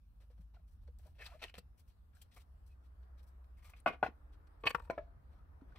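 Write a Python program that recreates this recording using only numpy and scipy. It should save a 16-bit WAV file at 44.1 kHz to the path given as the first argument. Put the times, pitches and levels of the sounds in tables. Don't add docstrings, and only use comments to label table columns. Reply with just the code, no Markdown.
import sys
import numpy as np
from scipy import signal
from scipy.fft import rfft, irfft, next_fast_len
from scipy.io import wavfile
from scipy.ndimage import uniform_filter1d, map_coordinates

SR = 44100
rng = np.random.default_rng(int(sys.argv[2]) if len(sys.argv) > 2 else 0)


def log_audio(samples):
    frames = np.atleast_2d(samples).T
    limited = np.clip(frames, -1, 1)
    pcm = np.round(limited * 32767).astype(np.int16)
    wavfile.write(sys.argv[1], SR, pcm)


def gain_from_db(level_db):
    decades = np.asarray(level_db, float) / 20
    return 10 ** decades


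N = 254942


def unit(x):
    return x / np.sqrt(np.mean(x ** 2) + 1e-20)


def along(points, hz):
    f, v = np.transpose(points)
    return np.interp(np.log(hz + 1), np.log(f + 1), v)


def curves(rows):
    s, *cols = np.transpose(rows)
    return [np.interp(np.arange(N) / SR, s, c) for c in cols]


def wobble(rate_hz):
    knots = rng.standard_normal(int(N * rate_hz / SR) + 4)
    return map_coordinates(knots, [np.arange(N) * rate_hz / SR])


def filtered(x, response):
    m = next_fast_len(N + SR // 2)
    return irfft(rfft(x, m) * response(np.fft.rfftfreq(m, 1 / SR)), m)[..., :N]


def coloured(x, gain):
    n = x.shape[-1]
    return unit(irfft(rfft(x) * gain(np.fft.rfftfreq(n, 1 / SR)), n))


def add(track, s, sound):
    part = track[..., round(s * SR):][..., :sound.shape[-1]]
    part += sound[..., :part.shape[-1]]


# frequency in Hz, left-right likeness.
LIKENESS = [(60, 1.0), (180, 0.9), (550, -0.07), (1650, -0.187), (4970, -0.12), (15000, 0.074)]


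def rush(spectrum, patchy_db):
    z = signal.stft(rng.standard_normal((2, N)), nperseg=512)[2]
    field = uniform_filter1d(rng.standard_normal(z.shape[1:]), 6, 0)
    field = uniform_filter1d(field, 14, 1)
    pair = signal.istft(z * gain_from_db(patchy_db * unit(field)), nperseg=512)[1][:, :N]

    def mid_side(hz):
        turn = np.arccos(np.clip(along(LIKENESS, hz), -.93, .93)) / 2
        return gain_from_db(along(spectrum, hz)) * [np.cos(turn), np.sin(turn)]

    mid, side = filtered(pair, mid_side)
    return unit(np.array([mid + side, mid - side]))


# frequency in Hz, level in dB per Hz.
RUMBLE_SPECTRUM = [(12, -49), (24, -16.5), (48, -2), (66, -4), (82, -6), (92, -16.5), (300, -34.5),
                   (420, -86)]
TRAFFIC_SPECTRUM = [(150, -6.5), (204, -13.5), (274, -1.5), (1260, -3.5), (1850, -12), (2860, -26.5),
                    (6000, -44.5), (9000, -91.5)]
HISS_SPECTRUM = [(1470, -35), (2500, 0.5), (5710, -5), (7030, -6), (8520, -7), (14900, -4.5),
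                 (15800, -10.5)]
# time in seconds, level in dB.
ROAD_LEVEL = [(0, -88.5), (.15, -84.5), (2.1, -82), (2.6, -78.5), (3.2, -74.5), (3.7, -77.5), (4.3, -72),
              (5.5, -73.5), (5.78, -70.5)]
RUMBLE_LEVEL = [(0, -62.5), (.7, -59), (.9, -56.5), (1.4, -60), (3.3, -60), (4.0, -61), (5.78, -55.5)]
# time in seconds, pitch in Hz, level in dB.
ENGINE_NOTES = [
    [(-.1, 57.8, -77), (0.278, 54.82, -60), (0.454, 53.76, -57.5), (0.8, 55.8, -62.5)],
    [(2.2, 62.74, -73.5), (2.6, 63.32, -59.5), (3.0, 62.35, -56.5), (3.3, 64.84, -56), (3.55, 62.23, -60),
     (3.75, 64.3, -59.5)],
    [(.75, 64, -63), (.9, 64.9, -54.5), (1.1, 67.3, -63), (1.35, 66.5, -67)],
    [(3.9, 66.7, -53.5), (4.1, 65.05, -60), (4.6, 62.45, -64.5), (5.1, 63.3, -64), (5.45, 63.3, -64.5),
     (5.9, 60.34, -62)],
    [(4.1, 292.4, -81.5), (4.3, 298, -81), (4.55, 300, -85)],
]


def yard():
    (road_db,), (rumble_db,) = curves(ROAD_LEVEL), curves(RUMBLE_LEVEL)
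    road_lean_db, hiss_lean_db = [[.8], [-.8]], [[1.5], [-1.5]]
    sound = gain_from_db(rumble_db) * rush(RUMBLE_SPECTRUM, patchy_db=0.73)
    sound += gain_from_db(road_db + .4 * wobble(3)) * rush(TRAFFIC_SPECTRUM, patchy_db=1.1) * gain_from_db(road_lean_db)
    sound += gain_from_db(-89.5 + .7 * wobble(5.0)) * rush(HISS_SPECTRUM, patchy_db=2.5) * gain_from_db(hiss_lean_db)
    t = np.arange(N) / SR
    for rows in ENGINE_NOTES:
        hz, db = curves(rows)
        fade = np.clip(np.minimum(t - rows[0][0], rows[-1][0] - t) / 0.099, 0, 1)
        tone = np.sin(2 * np.pi * np.cumsum(hz) / SR)
        sound += np.sqrt(2) * gain_from_db(db + 0.64 * wobble(1.6)) * fade * tone
    return sound


# frequency in Hz, left minus right in dB.
SHADE = [(60, -4), (700, 3.5), (2070, 3), (3450, 0.5), (4800, 7.5), (8800, 9), (11500, 11), (15000, 7)]
# frequency in Hz, phase in radians by which left leads.
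PHASE_LEAD = [(0, -0.5), (700, 0.06), (2070, 0.89), (3450, 0.97), (4800, 3), (8350, 12), (12000, 18),
              (15500, 21)]
# frequency in Hz, share.
STRAY_SHARE = [(150, .03), (750, .2), (1100, .45), (1700, .42), (2500, .35), (4000, 0.69), (8000, 0.64)]


def ports(x, lean):
    half = np.array([[.5], [-.5]])
    detours_s = rng.random((4, 1)) * .006
    ground_share, ground_s = 0.29, np.array([[0.0012], [0.001277]])

    def response(hz):
        bass_cut = hz ** 2 / (hz ** 2 + 75 ** 2)
        shade = gain_from_db(lean * half * along(SHADE, hz)) * np.exp(1j * half * along(PHASE_LEAD, hz))
        ground = 1 + ground_share * hz / (hz + 2500) * np.exp(-2j * np.pi * hz * ground_s)
        paths = np.exp(-2j * np.pi * hz * detours_s).sum(0) / np.sqrt(len(detours_s))
        stray = along(STRAY_SHARE, hz) * paths
        return bass_cut * shade * ground * (1 + 2 * half * stray)

    return filtered(x, response)


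# frequency in Hz, t60 in seconds.
WALL_T60 = [(150, 0.22), (700, 0.081), (2500, 0.14), (6000, 0.087), (12000, 0.024)]


def walls(x):
    hz, t, z = signal.stft(rng.standard_normal((2, SR // 3)), SR, nperseg=128)
    early = gain_from_db(-60 * t / np.abs(along(WALL_T60, hz))[:, None])
    late = gain_from_db(-26 - 60 * t / 0.554) / (1 + (hz[:, None] / 1800) ** 2)
    tail = signal.istft(z * (early + late), SR, nperseg=128)[1]
    tail = tail + 0.18 * tail[::-1]
    delayed = np.pad(x, (round(0.0055 * SR), 0))
    return signal.fftconvolve(delayed[None], tail / np.linalg.norm(tail[0]), axes=1)


def slips(rough_db, rate_hz):
    return unit(rng.standard_normal(N) * gain_from_db(rough_db * wobble(rate_hz)))


def skin(pitch_hz, width_hz, skirt):
    def gain(hz):
        peak = 1 / np.hypot(1, (hz - pitch_hz ** 2 / (hz + 1)) / width_hz)
        return peak + skirt * hz / (1500 + hz) / (1 + (hz / 4800) ** 6)
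    return gain


# start in seconds, peak in dB, fizz in dB, length in seconds.
SLEEVE_STROKES = [(.668, -78.5, 7, 0.03), (.704, -83, 9.5, 0.044), (1.774, -69, 4.5, 0.028),
                  (1.7915, -76, 0, 0.024), (1.8734, -71.5, 4, 0.02), (1.893, -71, -11, 0.027),
                  (2.143, -70.5, 3.5, 0.033), (2.172, -73.5, -1, 0.076), (2.2123, -60, 5, 0.014),
                  (2.31, -62.5, -21, 0.029), (2.335, -67.5, 3, 0.026), (2.3585, -72, -1, 0.021),
                  (2.394, -62, -2.5, 0.025), (2.66, -78, 13, 0.025), (2.69, -76, -4, 0.049),
                  (2.827, -73, -5, 0.043), (3.1744, -64, -30, 0.028), (3.226, -75.5, 8.5, 0.017),
                  (3.2654, -77, 12.5, 0.029), (3.64, -66, 1, 0.039), (3.762, -60, -12, 0.016),
                  (3.785, -66.5, -8, 0.016), (4.32, -66.5, -22, 0.028), (4.4692, -65, -25, 0.0077)]
GRIT_STROKES = [(3.862, -72, -22, 0.028), (4.029, -56, -18.5, 0.027), (4.6, -76.5, 1.5, .03),
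                (4.6365, -66, -5.5, 0.0059), (4.654, -44, -18.5, 0.012), (4.6632, -36, -14.5, 0.0043),
                (4.669, -38.5, -14, 0.0093), (4.679, -47, -10, 0.0079), (4.693, -40.5, -2.5, 0.0059),
                (4.7035, -34.5, -4, 0.0039), (4.71, -55.5, -3, 0.0041), (4.724, -69.5, 4, 0.019),
                (4.7455, -50.5, -2, 0.004), (4.756, -70, -3, 0.03), (4.7955, -55, -2.5, 0.0035),
                (4.8, -72, -4.5, 0.064), (4.8205, -72, 4.5, 0.0029), (4.832, -75.5, -1.5, 0.031),
                (4.8495, -78, 2, 0.0056), (4.9, -56.5, -5.5, 0.014)]
BOARD_RUBS = [
    (2.362, -53.5, -6, 0.022),
    (3.566, -63, -8, 0.036),
    (3.622, -60.5, -4.5, 0.022),
    (3.643, -56.5, -12.5, 0.024),
    (3.668, -59, -9.5, 0.052),
    (3.695, -61.5, 5, 0.01),
    (3.745, -66, -13, 0.045),
    (5.752, -52.5, -32, 0.029),
]
FINGER_STROKES = [(.1986, -65.5, -6, 0.035), (.297, -70, -11, 0.03), (.37, -72, -7, 0.022),
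                  (.401, -76, 2, 0.025), (.5344, -66, -33, 0.026), (.554, -80.5, -29, 0.069),
                  (.813, -78.5, 1, 0.034), (.8705, -64.5, -29, 0.017), (.989, -70.5, 3.5, 0.026),
                  (1.0214, -70, -4, 0.033), (1.047, -68, -0.5, 0.037), (1.074, -80.5, 0, 0.054),
                  (3.0256, -68, -28, 0.014), (3.4404, -67, -9, 0.0056), (.586, -83, -15, 0.011),
                  (5.29, -71.5, -17.5, 0.087), (5.6894, -74, -23, 0.029), (5.725, -78, -29, 0.035)]
STRETCH_STROKES = [(1.144, -69, -10, 0.035), (1.181, -54.5, -30, 0.027), (1.2044, -49.5, -14, 0.032),
                   (1.238, -52, -3.5, 0.017), (1.2546, -51, -7, 0.016), (1.292, -56, -15, 0.035),
                   (1.323, -62.5, -9, 0.049), (1.3894, -56.5, -32, 0.033), (1.4156, -38.5, -34, 0.034),
                   (1.468, -57, -25, 0.025), (1.488, -58.5, -31, 0.018), (1.5402, -46, -20, 0.0065),
                   (1.555, -52.5, -34, 0.017), (1.5775, -47.5, -4.5, 0.012)]
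# frequency in Hz, level in dB per Hz.
FIZZ_SPECTRUM = [(3000, -12.5), (5500, -4.5), (7000, -7), (8500, -6.5), (12000, -8), (15500, -8.5)]
DUST_SPECTRUM = [(3000, -15), (5500, -10.5), (7000, -6.5), (8200, 0.5), (9800, -10), (11500, -8.5),
                 (13800, -4.5), (15500, -11.5)]
PUFF_SPECTRUM = [(120, -27), (250, -4), (500, 5), (750, 4.5), (1100, -4), (2000, -37)]
# frequency in Hz, width in Hz, level in dB over the broad one.
FOLD_LINES = [(1350, 190, -4.5), (1800, 46, 8), (2100, 120, -14), (2590, 110, 6), (3250, 200, -6),
              (4750, 150, -24)]
PLANK_LINES = [(745, 110, -5), (1170, 230, 16), (2200, 430, 8.5), (3380, 390, -6.5), (4840, 280, -9)]


def rubbing():
    near, t = np.zeros(N), np.arange(SR // 5) / SR
    jerks = slips(rough_db=2.5, rate_hz=500)
    creases = slips(rough_db=3.0, rate_hz=310)
    air = slips(rough_db=6.5, rate_hz=79)
    # strokes, resonance Hz, width share, puff dB, fizz spectrum, narrow resonances
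    kinds = [(STRETCH_STROKES, 2220, 0.44, -4.5, FIZZ_SPECTRUM, FOLD_LINES),
             (FINGER_STROKES, 1480, 0.43, 5.5, FIZZ_SPECTRUM, []),
             (SLEEVE_STROKES, 2820, 0.75, -11.5, FIZZ_SPECTRUM, []),
             (GRIT_STROKES, 2100, 0.63, -1, DUST_SPECTRUM, []),
             (BOARD_RUBS, 2100, 0.32, -6, FIZZ_SPECTRUM, PLANK_LINES)]
    strokes = [(*row, *kind) for rows, *kind in kinds for row in rows]
    for s, db, fizz_db, length_s, pitch_hz, share, puff_db, fizz_spectrum, lines in strokes:
        shape = (1 - np.exp(-t / (.5 * length_s))) * np.exp(-(t / length_s) ** 2)
        when = round(s * SR) + np.arange(len(t))
        shifts = rng.standard_normal(len(lines))
        rung = [(hz * (1 + .02 * z), width_hz, gain_from_db(line_db + 3 * z))
                for (hz, width_hz, line_db), z in zip(lines, shifts)]
        broad = skin(pitch_hz, share * pitch_hz, skirt=0.7)

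        def body(hz):
            return broad(hz) + sum(g / (1 + (2 * (hz - c) / w) ** 2) for c, w, g in rung)

        rub = coloured(jerks.take(when, mode="wrap"), body)
        fizz = coloured(creases.take(when, mode="wrap"), lambda hz: gain_from_db(along(fizz_spectrum, hz)))
        puff = coloured(air.take(when, mode="wrap"), lambda hz: gain_from_db(along(PUFF_SPECTRUM, hz)))
        mix = rub + gain_from_db(fizz_db) * fizz + gain_from_db(puff_db) * puff
        add(near, s, gain_from_db(db - 12.5) * shape / shape.max() * mix)
    return near


# start in seconds, level in dB, first pitch in Hz, last pitch in Hz, length in seconds.
SQUEAK_EVENTS = [(1.18, -68, 560, 570, .03), (1.185, -61, 2560, 2600, .06), (1.194, -58, 1790, 1830, .052),
                 (1.2, -60.5, 2270, 2200, .045), (1.255, -56, 2560, 2540, .025),
                 (1.285, -65, 760, 760, .016), (1.303, -65, 640, 740, .037), (1.316, -65, 900, 1280, .036),
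                 (2.685, -85, 2640, 2530, .065), (1.336, -55.5, 560, 690, .036),
                 (1.3, -68, 1250, 1480, .045), (.556, -73, 730, 700, .024), (.558, -76, 1440, 1410, .022),
                 (2.135, -79, 1330, 1520, .04), (5.36, -76, 1260, 1270, .08)]


def squeaks():
    near = np.zeros(N)
    unsteady, grip_db = 1 + .025 * wobble(200), 3.5 * wobble(300)
    for s, db, first_hz, last_hz, length_s in SQUEAK_EVENTS:
        over_db = -18 - 6 * np.log2(first_hz / 600)
        u = np.arange(round(length_s * SR)) / (length_s * SR)
        part = slice(round(s * SR), round(s * SR) + len(u))
        hz = (first_hz + (last_hz - first_hz) * u) * unsteady[part]
        turn = 2 * np.pi * np.cumsum(hz) / SR
        tone = np.sin(turn) + gain_from_db(over_db) * np.sin(2 * turn)
        add(near, s, gain_from_db(db + grip_db[part]) * np.sin(np.pi * u) * tone)
    return near


# start in seconds, peak in dB,
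# pitch in Hz, width in Hz, t60 in seconds.
SNAP_EVENTS = [(.987, -52, 8100, 8200, .02), (1.256, -39, 4750, 400, 0.057), (1.262, -36, 3760, 600, 0.059),
               (1.262, -38.5, 1350, 500, 0.13), (1.4172, -46, 2670, 500, 0.049),
               (1.419, -44, 1350, 350, 0.048), (1.4385, -32, 1920, 2400, 0.013),
               (1.4402, -32, 3000, 2220, 0.0082), (1.497, -46.5, 2800, 1200, 0.013),
               (1.5408, -44.5, 3100, 1480, 0.0053), (1.553, -42.5, 2480, 3000, 0.01),
               (1.58, -58, 2700, 3000, 0.036), (1.5826, -35.5, 2350, 4000, 0.034),
               (1.59, -52, 3950, 700, 0.024), (2.131, -62.5, 1340, 295, 0.32),
               (2.151, -65, 8340, 1200, .015), (2.168, -55, 1540, 300, 0.039),
               (2.213, -50.5, 3270, 398, 0.067), (2.217, -48, 8200, 6000, 0.047),
               (3.8015, -52.5, 9350, 3000, 0.015), (4.671, -16, 2557, 1800, 0.0033),
               (1.211, -46, 2000, 1200, 0.018), (1.2202, -42, 1910, 1200, 0.013),
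               (1.2281, -50, 2100, 1200, .012), (1.235, -50, 1800, 1000, .012),
               (1.482, -46, 2820, 604, .02), (4.92, -53, 670, 40, 0.28), (5.0, -55.5, 705, 30, 0.24),
               (5.611, -58.5, 1400, 300, 0.037), (5.625, -60.5, 936, 301, 0.03),
               (5.688, -60, 980, 350, .03), (5.722, -53, 1500, 350, 0.036)]


def snaps():
    near, t = np.zeros(N), np.arange(SR // 5) / SR
    for s, db, pitch_hz, width_hz, t60 in SNAP_EVENTS:
        soft = 1 - np.exp(-2 * t * width_hz)
        snap = coloured(rng.standard_normal(len(t)), skin(pitch_hz, width_hz, skirt=0.1))
        add(near, s, gain_from_db(db - 16.5 - 60 * t / t60) * soft * snap)
        break_db = db + 12 - 300 * t60
        ring = np.exp(-.5 * np.pi * width_hz * t) * np.sin(2 * np.pi * pitch_hz * t)
        add(near, s + .0005, -gain_from_db(break_db) * soft * ring)
    return near


# start in seconds, level in
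# dB, pitch in Hz, rise in seconds, t60 in seconds.
PLUCK_EVENTS = [(.3021, -57, 493, 0.0032, .045), (0.3941, -50.5, 170.5, 0.0015, .071),
                (.5941, -66, 646, .0031, .041), (.885, -51, 477, .0014, .031),
                (1.057, -58, 618, 0.0037, .08), (1.5807, -46.5, 181, .0006, .042),
                (1.583, -44, 493, .0002, .025), (3.8607, -45, 110, .0025, .088),
                (4.0311, -39, 109, 0.0034, .061), (4.6562, -38, 105, .001, .07),
                (4.738, -51.5, 1653, .0031, .031), (4.7454, -41, 159, 0.0011, .054),
                (4.8984, -44.5, 266.4, 0.001, .037), (5.6189, -46.5, 268.7, 0.00083, .061),
                (4.782, -51, 960, .002, .05), (4.822, -60, 917, .006, .1), (4.85, -61, 896, .004, .06),
                (4.872, -59, 950, .004, 0.053), (5.0, -65, 678, .012, 0.54), (5.001, -71, 700, .012, .35)]


def plucks():
    near, t = np.zeros(N), np.arange(SR // 5) / SR
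    for s, db, hz, rise_s, t60 in PLUCK_EVENTS:
        add(near, s, gain_from_db(db - 60 * t / t60) * (1 - np.exp(-t / rise_s)) * np.sin(2 * np.pi * hz * t))
    return near


def glove():
    near = rubbing() + squeaks() + snaps() + plucks()
    return ports(near, lean=0.99) + gain_from_db(-17.0) * walls(near)[:, :N]


# frequency in Hz, level in dB per Hz.
GRAIN_SPECTRUM = [(100, -5.5), (300, -5), (800, -1.5), (2500, -8), (3500, -19.5), (6000, -34),
                  (9000, -42.5), (15000, -43)]


def knocks(contacts, modes, fall, clatter_t60, clatter_db, yard_db, lean, still_s=9):
    near, far, t = np.zeros(N), np.zeros((2, N)), np.arange(SR // 5) / SR
    for s, db, tilt_db, rise_s, spot_hz in contacts:
        def tilt(hz):
            octaves = np.log2(np.minimum(hz, 4000) / 1000 + 0.053)
            spot = np.exp(-(np.log2((hz + 1) / spot_hz) / .25) ** 2)
            return tilt_db * octaves + 5 * spot

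        knots = rng.standard_normal((len(modes), len(t) // 100))
        places = np.meshgrid(np.arange(len(modes)), t * 130, indexing="ij")
        flutter_db = 2.5 * map_coordinates(knots, places, order=1)
        ring = np.zeros(len(t))
        for (hz, level_db, t60), sway_db in zip(modes, flutter_db):
            mode_db = level_db + tilt(hz) + sway_db - 60 * (t / t60) ** fall
            ring += gain_from_db(mode_db) * np.sin(2 * np.pi * hz * t)
        clatter = coloured(rng.standard_normal(len(t)), lambda hz: gain_from_db(along(GRAIN_SPECTRUM, hz) + tilt(hz)))
        sound = ring + gain_from_db(clatter_db - 60 * t / clatter_t60) * clatter
        sound *= 1 - np.exp(-t / rise_s)
        choke_db = -60 * np.maximum(s + t - still_s, 0) / 0.026
        sound = gain_from_db(db + choke_db) * sound / np.abs(sound).max()
        add(near, s, sound)
        add(far, s, gain_from_db(yard_db) * walls(sound))
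    return ports(near, lean) + far


# start in seconds, peak in dB, tilt in dB per octave, rise in seconds, favoured Hz.
SHOVE_HITS = [
    (4.9055, -32, 0.41, 0.00064, 700),
    (4.93, -52, 2, 0.0014, 1000),
]
SLAP_HITS = [
    (4.8995, -24.5, 3, 0.00051, 574),
]
SETTLE_HITS = [
    (4.978, -31.5, -1.6, 0.0022, 624),
]
# frequency in Hz, level in dB, t60 in seconds.
STACK_MODES = [(493, -1.5, 0.015), (658, -0.5, 0.045), (1005, -4.5, 0.067), (1450, -19, 0.02),
               (1800, -13, .03), (2244, -8.5, 0.033), (2500, -28, 0.017), (4130, -23, 0.023),
               (5760, -25.5, 0.023)]
TRAPPED_MODES = [(350, 1.5, 0.005), (574, -0.5, 0.0061), (1400, -13.5, 0.0093), (2380, -16, 0.0058)]
CORNER_MODES = [(399, -13, 0.052), (591, -6, 0.067), (655.4, -10.5, 0.083), (1030, -15, 0.029),
                (1310, -14.5, 0.056), (1680, -15, .05), (2276, -17.5, 0.038)]


def stacking():
    wood = knocks(SHOVE_HITS, STACK_MODES, fall=1, clatter_t60=0.024, clatter_db=-8.0, yard_db=-13, lean=0.78)
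    wood += knocks(SETTLE_HITS, CORNER_MODES, fall=1, clatter_t60=0.05, clatter_db=-12, yard_db=-13, lean=0.78)
    wood += knocks(SLAP_HITS, TRAPPED_MODES, fall=3, clatter_t60=0.01, clatter_db=-9.0,
                   yard_db=-14.5, lean=0.94)
    return wood


# start in seconds, peak in dB, tilt in dB per octave, rise in seconds, favoured Hz.
DROP_HITS = [
    (4.6372, -33, -8, 0.00043, 2750),
    (4.655, -34, -3.5, 0.00048, 505),
    (4.6645, -23.5, 0, 0.0012, 3030),
    (4.6712, -18.5, 1.5, 0.0011, 2400),
    (4.683, -42, 2, 0.00087, 2500),
    (4.694, -41, 0, .002, 2500),
    (4.7025, -34.5, -0.5, 0.00088, 1080),
    (4.7065, -35.5, -2, 0.00069, 1410),
]
FLOP_HITS = [
    (4.7475, -23, 0, 0.00082, 1200),
    (4.781, -49, -3.5, 0.0018, 960),
    (4.799, -44.5, -4, 0.0011, 1110),
    (4.82, -60.5, -2, .004, 920),
    (4.849, -62.5, 0, 0.0038, 909),
    (4.873, -61, -3, 0.0032, 950),
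]
# frequency in Hz, level in dB, t60 in seconds.
BOARD_MODES = [(472, -13, .07), (630, -16, .06), (900, -10, .04), (1130, -2.5, .065), (1450, -10, .03),
               (1620, -13, .04), (1803, -6, .036), (2253, -5, .036), (2518, -3, .032), (2790, -9, .032),
               (3020, -7, .032), (3355, -14, .035), (3704, -22, .03), (4490, -13, .035)]
FLAT_MODES = [(480, -13, .065), (942, -8, .045), (1130, -5, .034), (1390, -2, .024), (1490, -6, .022),
              (1810, -7, .03), (2515, -7, .022), (2730, -13, .02)]


def dropped_board():
    wood = knocks(DROP_HITS, BOARD_MODES, fall=1, still_s=4.712, clatter_t60=0.04, clatter_db=-8,
                  yard_db=-19, lean=1.0)
    wood += knocks(FLOP_HITS, FLAT_MODES, fall=1, clatter_t60=0.037, clatter_db=-6.5, yard_db=-21.5, lean=2.5)
    return wood


# start in seconds, peak in dB, tilt in dB per octave, rise in seconds, favoured Hz.
FIRST_CLAP = [(3.7345, -49, 7.5, 0.001, 2450), (3.86, -17.5, -1.5, 0.0024, 1460),
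              (3.8715, -24, 1, 0.0012, 1140), (3.875, -27, 6, 0.0014, 2240), (3.881, -30, 1.5, .0015, 1130),
              (3.889, -36.5, 1, 0.0018, 1150), (3.9, -41.5, -3.5, 0.0027, 402), (3.909, -44, 3, .002, 1140),
              (3.921, -47, 8.5, 0.0048, 2900), (3.932, -44, 1.5, 0.002, 400),
              (3.942, -47, 0.5, 0.0023, 450)]
SECOND_CLAP = [
    (4.0281, -17.5, -2, 0.0013, 1450),
    (4.043, -36, 6, 0.0042, 796),
    (4.056, -39, -4, 0.0036, 506),
    (4.0625, -29.5, 2.5, 0.0013, 887),
    (4.073, -47.5, 0, .003, 997),
    (4.084, -44, -18, 0.0029, 297),
]
# frequency in Hz, level in dB, t60 in seconds.
PAIR_MODES = [(248, -10.5, 0.017), (352, -16, 0.022), (482, -13, 0.018), (700, 3, 0.011),
              (1153, -10, 0.0232), (1449, -6.5, 0.014), (2133, -13.5, 0.02), (2500, -12.5, 0.014),
              (2900, -20.5, 0.012), (3560, -35, 0.01544)]
GRIPPED_MODES = [(270, -16.5, 0.013), (459.6, -15, 0.024), (634, -8.5, 0.014), (744.6, 2, 0.0098),
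                 (985, -24, 0.028), (1450, -12.5, 0.021), (1980, -18, 0.018), (2578, -12.5, 0.0063),
                 (3310, -26.5, 0.0085)]


def claps():
    wood = knocks(FIRST_CLAP, PAIR_MODES, fall=3, clatter_t60=0.067, clatter_db=-6.0, yard_db=-12.0, lean=0.84)
    wood += knocks(SECOND_CLAP, GRIPPED_MODES, fall=3, clatter_t60=0.085, clatter_db=-12.5,
                   yard_db=-17.0, lean=1.0)
    return wood


def scene():
    return yard() + glove() + stacking() + dropped_board() + claps()


def roll_off(x):
    return signal.sosfilt(signal.butter(12, 15960, fs=SR, output="sos"), x)


def record(dry):
    def response(hz):
        dip = 1 - 0.38 * np.exp(-((hz - 6700) / 900) ** 2)
        return dip * (hz < 15750)

    return roll_off(filtered(dry, response))


dry = scene()
out = record(dry)
log_audio(out)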